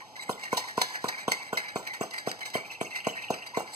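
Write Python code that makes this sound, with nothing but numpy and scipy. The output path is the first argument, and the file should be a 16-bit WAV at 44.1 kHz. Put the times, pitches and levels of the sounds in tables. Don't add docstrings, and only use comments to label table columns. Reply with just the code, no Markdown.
import sys
import numpy as np
from scipy import signal
from scipy.fft import rfft, irfft, next_fast_len
from scipy.io import wavfile
from scipy.ndimage import uniform_filter1d

SR = 44100
rng = np.random.default_rng(int(sys.argv[2]) if len(sys.argv) > 2 else 0)


def dump_mix(stems):
    frames = np.atleast_2d(stems).T
    limited = np.clip(frames, -1, 1)
    pcm = np.round(limited * 32767).astype(np.int16)
    wavfile.write(sys.argv[1], SR, pcm)


def to_linear_factor(level_db):
    exponent = np.asarray(level_db, float) / 20
    return 10 ** exponent


N = 165375


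def read(points, hz):
    f, value = np.transpose(points)
    return np.interp(np.log(hz + 1), np.log(f + 1), value)


def evened(x):
    return x / np.sqrt(np.mean(x ** 2) + 1e-20)


def add(mix, s, sound):
    part = mix[round(max(s, 0) * SR):][:len(sound)]
    part += sound[:len(part)]


def resonate(x, hz, width_hz):
    r = np.exp(-np.pi * width_hz / SR)
    poles = [1, -2 * r * np.cos(2 * np.pi * hz / SR), r * r]
    return signal.lfilter([(1 - r * r) / 2, 0, (r * r - 1) / 2], poles, x)


def noise(points, patchy_db):
    hz = np.fft.rfftfreq(256, 1 / SR)[:, None]
    real, imag, patch = rng.standard_normal((N // 64 + 5, 129, 3)).T
    patch = uniform_filter1d(patch, size=5, axis=0)
    patch = evened(uniform_filter1d(patch, size=8, axis=1))
    z = (real + 1j * imag) * to_linear_factor(read(points, hz) + patchy_db * patch) * (hz > 400)
    return evened(signal.istft(z, nperseg=256, noverlap=192)[1][:N])


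def room_tone():
    # hz, level_db
    air_tone = [(40, -2), (120, -3), (400, -4), (830, 1), (1300, -14), (2000, -9), (5000, -10),
                (15000, -30)]
    white, source = rng.standard_normal((2, N))
    air = irfft(rfft(white) * to_linear_factor(read(air_tone, np.fft.rfftfreq(N, 1 / SR))), N)
    hum = resonate(source, 112.6, 6.9)
    vent = resonate(source, 826.5, 38.0)
    return to_linear_factor(-53) * evened(air) + to_linear_factor(-65.5) * evened(hum) + to_linear_factor(-56) * evened(vent)


def handle():
    # start_s, level_db, ring_db, t60_s
    snaps = [(0.5695, -4.5, -10.5, 0.087), (0.814, -6, -6.5, 0.077), (1.084, -7, -5, 0.043),
             (1.3156, -1, -10, 0.05), (1.571, -14, -2, 0.075), (1.868, -35, 12, 0.14),
             (2.108, -18.5, -6.5, 0.044), (2.314, -39, -26, 0.028), (2.389, -15.5, -21, 0.027),
             (2.408, -22.5, -0.5, 0.078), (3.047, -16.5, -2, 0.023), (3.3415, -25.5, 9.5, 0.034)]
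    # start_s, level_db, ring_db, length_s
    rubs = [(-0.008, -45, 10, 0.023), (0.11, -53, -9, 0.027), (0.159, -36.5, 5.5, 0.047),
            (0.205, -48.5, 13.5, 0.033), (0.223, -26, 5.5, 0.017), (0.263, -58, 18, 0.03),
            (0.386, -39, 2, 0.17), (0.435, -24.5, -7.5, 0.02), (0.511, -39, -4, 0.12),
            (0.637, -38.5, -7, 0.17), (0.678, -27.5, 5, 0.025), (0.7726, -24, -5, 0.055),
            (0.883, -36, -32, 0.097), (0.9346, -29.5, 2, 0.032), (1.01, -39, -3, 0.11),
            (1.146, -42, -11, 0.03), (1.177, -31, -1.5, 0.051), (1.386, -42, 1, 0.019),
            (1.421, -36, -14, 0.05), (1.635, -51, 12.5, 0.044), (1.681, -44, 13, 0.033),
            (1.824, -43.5, 1.7, 0.2), (1.933, -26, 0.82, 0.024), (2.1296, -35.5, 1.2, 0.079),
                 (2.178, -26, 1.7, 0.021), (2.2614, -28, 1.1, 0.016), (2.451, -27, 0.66, 0.046),
                 (2.5346, -28.5, 2.2, 0.039), (2.6489, -41, 2.8, 0.067), (2.7094, -32.5, 5, 0.037),
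                 (2.8997, -37.5, 2.8, 0.074), (2.953, -26, 0.68, 0.036), (3.1534, -41, 4.4, 0.08),
                 (3.219, -34, 2.5, 0.037), (3.462, -29.5, 1.3, 0.027), (3.541, -36, 1.4, 0.064),
                 (3.6621, -41, 3, 0.17), (3.72, -33.5, 1.3, 0.028)]
    # start_s, level_db
    tick_events = [
        (1.3192, -9),
        (2.3155, -12),
        (2.5026, -21),
        (1.853, -28),
        (1.869, -25),
        (2.409, -24),
    ]
    # hz, width_hz, level_db
    metal_modes = [(1689, 19, -4), (1900, 87, 4), (2079, 78, 1), (2194, 35, -8.5), (2775, 60, -15.5),
                   (3986, 50, -6), (4727, 59, -5.5), (6044, 22, -14.5), (7880, 340, -10.5),
                   (12000, 58, -21)]
    # hz, level_db
    hiss_tone = [(300, -22.5), (900, 7.5), (1500, -36), (4000, 2.5), (8000, -8), (11000, -12), (13500, -24),
                 (15300, -10)]
    snap_rise_s, spring_db, spring_t60_s = 0.0069, -19.5, 0.94
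    t = np.arange(8000) / SR
    grit, shake, ticks = np.zeros((3, N))
    for s, db, ring_db, t60_s in snaps:
        shape = np.minimum(t / snap_rise_s, 1) ** 2 * to_linear_factor(-60 * t / max(t60_s, .005))
        spring = to_linear_factor(spring_db - 60 * t / spring_t60_s)
        add(grit, s - snap_rise_s / 2, to_linear_factor(db) * shape)
        add(shake, s - snap_rise_s / 2, to_linear_factor(db + ring_db) * (shape + spring))
    for s, db, ring_db, length_s in rubs:
        rise = np.sin(np.pi / 2 * np.minimum(t / 0.013, 1)) ** 2
        shape = rise * np.exp(-(t / max(length_s, .005)) ** 2)
        add(grit, s - .005, to_linear_factor(db) * shape)
        add(shake, s - .005, to_linear_factor(db + ring_db) * shape)
    for s, db in tick_events:
        add(ticks, s, to_linear_factor([db + 4]))
    grain_db, shift_db = 3, 6
    grain = to_linear_factor(grain_db * evened(uniform_filter1d(rng.standard_normal(N), size=300)))
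    drive = shake * grain * rng.standard_normal(N) + 3.0 * ticks
    shift = to_linear_factor(shift_db * evened(uniform_filter1d(rng.standard_normal((len(metal_modes), N)), size=2500)))
    ring = np.zeros(N)
    for (hz, width_hz, db), gain in zip(metal_modes, shift):
        ring += to_linear_factor(db) * resonate(drive * gain, hz, width_hz) / np.sqrt(width_hz / SR)
    grip = to_linear_factor(-5.5) * resonate(grit * rng.standard_normal(N), 1003, 53.0)
    hiss = to_linear_factor(-13) * grit * grain * noise(hiss_tone, patchy_db=0.0)
    return hiss + to_linear_factor(-25) * ring + grip + resonate(ticks, 3600, 3500)


def squeaks():
    # start_s, pitch_hz, level_db
    chirps = [
        (0.01, 1052, -46),
        (0.175, 977, -44.5),
        (0.635, 995, -40),
        (0.899, 1007, -44),
        (1.396, 983, -45),
        (1.636, 1001, -47),
        (1.785, 930, -41),
        (3.534, 1048, -37.5),
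    ]
    # start_s, length_s, pitch_hz, level_db
    spring_squeaks = [(0.155, 0.014, 2040, -39), (0.193, 0.016, 2130, -34), (0.277, 0.022, 2050, -37),
                      (0.376, 0.013, 2100, -41), (0.418, 0.036, 2157, -35.5), (0.43, 0.029, 2775, -43),
                      (0.518, .014, 2190, -34), (0.57, 0.024, 2775, -38), (0.684, 0.027, 2090, -45),
                      (0.932, 0.025, 2080, -48), (1.129, .02, 2400, -39.5), (1.141, 0.019, 2190, -39),
                      (1.175, 0.023, 2200, -35), (1.18, 0.092, 2427, -45.5), (1.375, .04, 2650, -48),
                      (1.408, 0.032, 2250, -39), (1.484, 0.078, 2490, -71), (1.633, 0.068, 2220, -44),
                      (1.64, 0.033, 2370, -42), (1.688, 0.036, 2510, -50), (1.861, 0.068, 2220, -40.5),
                      (1.895, .04, 2050, -34), (2.007, 0.046, 2775, -45.5), (2.031, 0.0083, 6170, -40),
                      (2.115, 0.077, 2060, -38), (2.408, .014, 3050, -39), (2.41, 0.042, 2110, -37),
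                      (2.547, 0.011, 3060, -31), (2.552, 0.053, 2775, -48), (2.555, 0.024, 2247, -33.5),
                      (2.583, 0.056, 2290, -38), (2.801, 0.02, 2185, -36.5), (2.846, 0.021, 2220, -38),
                      (2.922, 0.038, 2054, -35.5), (3.602, 0.067, 2280, -48.5)]
    chirp_s, chirp_rise_hz, waver_hz, rasp_depth = 0.0343, 181, 42, 0.16
    out = np.zeros(N)
    rows = [(s, chirp_s, hz, db, chirp_rise_hz) for s, hz, db in chirps]
    rows += [(*row, 0) for row in spring_squeaks]
    for (s, length_s, hz, db, rise_hz), v in zip(rows, rng.standard_normal((len(rows), 2, 5000))):
        u = np.arange(0, 1, 1 / (SR * np.clip(length_s, .005, .1)))
        slow = uniform_filter1d(uniform_filter1d(v, size=200), size=200)
        waver, rasp = evened(slow)[:, :len(u)]
        pitch_hz = hz + rise_hz * (u - .5) + waver_hz * waver
        tone = np.sin(2 * np.pi * np.cumsum(pitch_hz) / SR)
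        add(out, s, to_linear_factor(db) * (1 + rasp_depth * rasp) * np.sin(np.pi * u ** 0.74) * tone)
    return out


def piston():
    # start_s, level_db, upper_modes_db, puff_db
    thumps = [(0.293, -13.5, 4, -22.5), (0.528, -12, 5, -24.5), (0.777, -11.5, 5.5, -31),
              (1.041, -13.5, 3.5, -24.5), (1.279, -10.5, 3, -25), (1.528, -15, 1.5, -23.5),
              (1.757, -13, -3, -24), (2.009, -11.5, -5.5, -24.5), (2.272, -12, -7, -25),
              (2.552, -12.5, -4, -25.5), (2.811, -12.5, -7, -25), (3.068, -9.5, -2.5, -27),
              (3.303, -10, -8.5, -28), (3.571, -11.5, -0.5, -24.5)]
    # hz, level_db, t60_s
    barrel = [(116, -2, 0.092), (194.7, 10.5, 0.028), (286, 16.5, 0.013), (417, 11, 0.034),
              (615, 13, 0.028), (724, 16.5, 0.013), (851, 16, 0.009), (1054, 8.5, 0.068),
              (1280, -14, 0.013), (1438, 4.5, 0.02)]
    # hz, level_db
    puff_tone = [(600, 12.5), (2000, 0), (4000, -4), (6000, -4), (8200, -2), (11000, -14), (13500, -13),
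                 (15300, -13)]
    upper_hz, mode_spread, swell_s = 850, .015, 0.0015
    rebound_s, rebound_db = 0.004168, -4
    gripped_s, left_ringing = 0.023, 0.18
    lead_in_s, lead_in_db = 0.0048, -5
    puff_rise_s, puff_hold_s, puff_t60_s, burst_t60_s = 0.00073, 0.022, 0.17, 0.058
    t = np.arange(8000) / SR
    body, puff = np.zeros((2, N))
    hz, mode_db, t60_s = np.transpose(barrel)[:, :, None]
    sign = np.resize([-1, 1], hz.shape[0])[:, None]
    swell = (1 - np.exp(-t / swell_s)) * (left_ringing + np.exp(-(t / gripped_s) ** 2))
    lead_in = np.sqrt(t[t < lead_in_s] / lead_in_s)
    burst = to_linear_factor(-60 * np.maximum(t - puff_hold_s, 0) / puff_t60_s) + 1.7 * to_linear_factor(-60 * t / burst_t60_s)
    burst = np.minimum(t / puff_rise_s, 1) * burst
    spread = rng.standard_normal((len(thumps), len(barrel), 1))
    for (s, db, upper_db, puff_db), v in zip(thumps, spread):
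        decay = to_linear_factor(mode_db + upper_db * (hz > upper_hz) - 60 * t / t60_s)
        modes = sign * decay * np.sin(2 * np.pi * hz * (1 + mode_spread * v) * t) * swell
        add(body, s, to_linear_factor(db - 20) * modes.sum(0))
        add(body, s + rebound_s, to_linear_factor(db - 22 + rebound_db) * modes[3:].sum(0))
        add(puff, s - lead_in_s, to_linear_factor(db + puff_db + lead_in_db) * lead_in)
        add(puff, s, to_linear_factor(db + puff_db) * burst)
    return body + puff * noise(puff_tone, patchy_db=6.0)


def bird():
    # middle_s, top_hz, level_db
    trill = [(2.655, 2487, -40.5), (2.71, 2680, -38), (2.755, 2703, -42), (2.869, 2740, -42),
             (2.923, 2725, -41), (2.965, 2715, -38), (3.006, 2780, -37.5), (3.051, 2900, -37.5),
             (3.094, 3050, -36.5), (3.142, 2737, -40.5), (3.192, 2610, -37.5), (3.239, 2727, -34),
             (3.289, 2850, -38.5), (3.335, 2744, -37), (3.387, 2643, -43.5), (3.431, 2815, -41)]
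    # start_s, length_s, pitch_hz, level_db
    peeps = [
        (3.579, 0.086, 2793, -45),
    ]
    sweep_hz, note_s, rasp_depth = 460, 0.031, .65
    out = np.zeros(N)
    arch = np.sin(np.pi * np.arange(round(note_s * SR)) / (note_s * SR))
    for (s, top_hz, db), v in zip(trill, rng.standard_normal((len(trill), 3000))):
        rasp = 1 + rasp_depth * evened(uniform_filter1d(v, size=70))[:len(arch)]
        pitch_hz = top_hz + sweep_hz * (arch - 1)
        add(out, s - note_s / 2, to_linear_factor(db) * rasp * arch * np.sin(2 * np.pi * np.cumsum(pitch_hz) / SR))
    for s, length_s, pitch_hz, db in peeps:
        t = np.arange(0, length_s, 1 / SR)
        add(out, s, to_linear_factor(db) * np.sin(np.pi * (t / length_s) ** .5) * np.sin(2 * np.pi * pitch_hz * t))
    return out


def kitchen(x):
    # hz, t60_s
    decay = [(200, 0.27), (2000, 0.56), (12000, 0.29)]
    taps = np.zeros((2, SR // 2))
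    slots = np.arange(160, SR // 2 - 20, 20)
    at = slots + rng.integers(0, 20, (2, len(slots)))
    np.put_along_axis(taps, at, rng.choice([-1., 1.], at.shape), 1)
    hz, t, z = signal.stft(taps, SR, nperseg=256)
    tail = signal.istft(z * to_linear_factor(-60 * t / read(decay, hz)[:, None]), SR, nperseg=256)[1]
    return signal.fftconvolve(x[None], tail / np.linalg.norm(tail[0]), axes=1)[:, :N]


def scene():
    pump = piston() + handle() + squeaks()
    song, tone = bird(), room_tone()
    same, apart = kitchen(to_linear_factor(-10.5) * pump + to_linear_factor(-10) * song + to_linear_factor(-19.0) * tone)
    return pump + song + tone + same + to_linear_factor(-13) * apart * np.array([[1], [-1]])


def ports(dry, size):
    # hz, lead_rad
    low_lead = [(100, -2), (450, 1.01), (1150, 0.12)]
    # hz, balance_db
    low_balance = [(40, -1), (70, -7), (130, -4.5), (250, -.4)]
    # hz, width_hz, depth_db
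    mic_dips = [(10900, 260, -12), (12900, 390, -0.5), (9620, 110, -4)]
    wide_s, wide_hz = .00056, 1150
    hz = np.fft.rfftfreq(size, 1 / SR)
    lead_rad = np.where(hz > wide_hz, 2 * np.pi * hz * wide_s - np.pi, read(low_lead, hz))
    edge = 1 / (1 + (hz / 15400) ** 110) / np.sqrt(1 + (100 / (hz + 1)) ** 6)
    for dip_hz, width_hz, db in mic_dips:
        edge = edge * to_linear_factor(db * np.exp(-((hz - dip_hz) / width_hz) ** 2))
    side = np.array([[-.5], [.5]])
    turn = np.exp(1j * side * lead_rad) * to_linear_factor(-side * read(low_balance, hz)) * edge
    flutter = rfft(rng.standard_normal(dry.shape), size) * 30 / (1 + (hz / 45) ** 4)
    return rfft(dry, size) * turn + to_linear_factor(-84) * flutter


def unmasked(pair):
    mask_db, bass_hz = -32.5, 1.35 * 1150
    hz, _, z = signal.stft(pair, SR, nperseg=1024)
    power = abs(z) ** 2
    near_db = 10 * np.log10(abs(uniform_filter1d(power, size=5, axis=-2)) + 1e-20)
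    around_db = 10 * np.log10(abs(uniform_filter1d(power.sum(0), size=40, axis=-2)) + 1e-20)
    kept = (near_db > .7 * around_db + mask_db) | (hz[:, None] < bass_hz)
    return signal.istft(z * kept, nperseg=1024)[1]


def top_cut(x):
    return signal.sosfilt(signal.butter(12, 16800, fs=SR, output="sos"), x)


def record(dry):
    size = next_fast_len(N + 200)
    left, right = ports(dry, size)
    mid, diff = unmasked(irfft(np.array([left + right, left - right]) / 2, size))
    return top_cut(np.array([mid + diff, mid - diff])[:, :N])


dry = scene()
out = record(dry)
dump_mix(out)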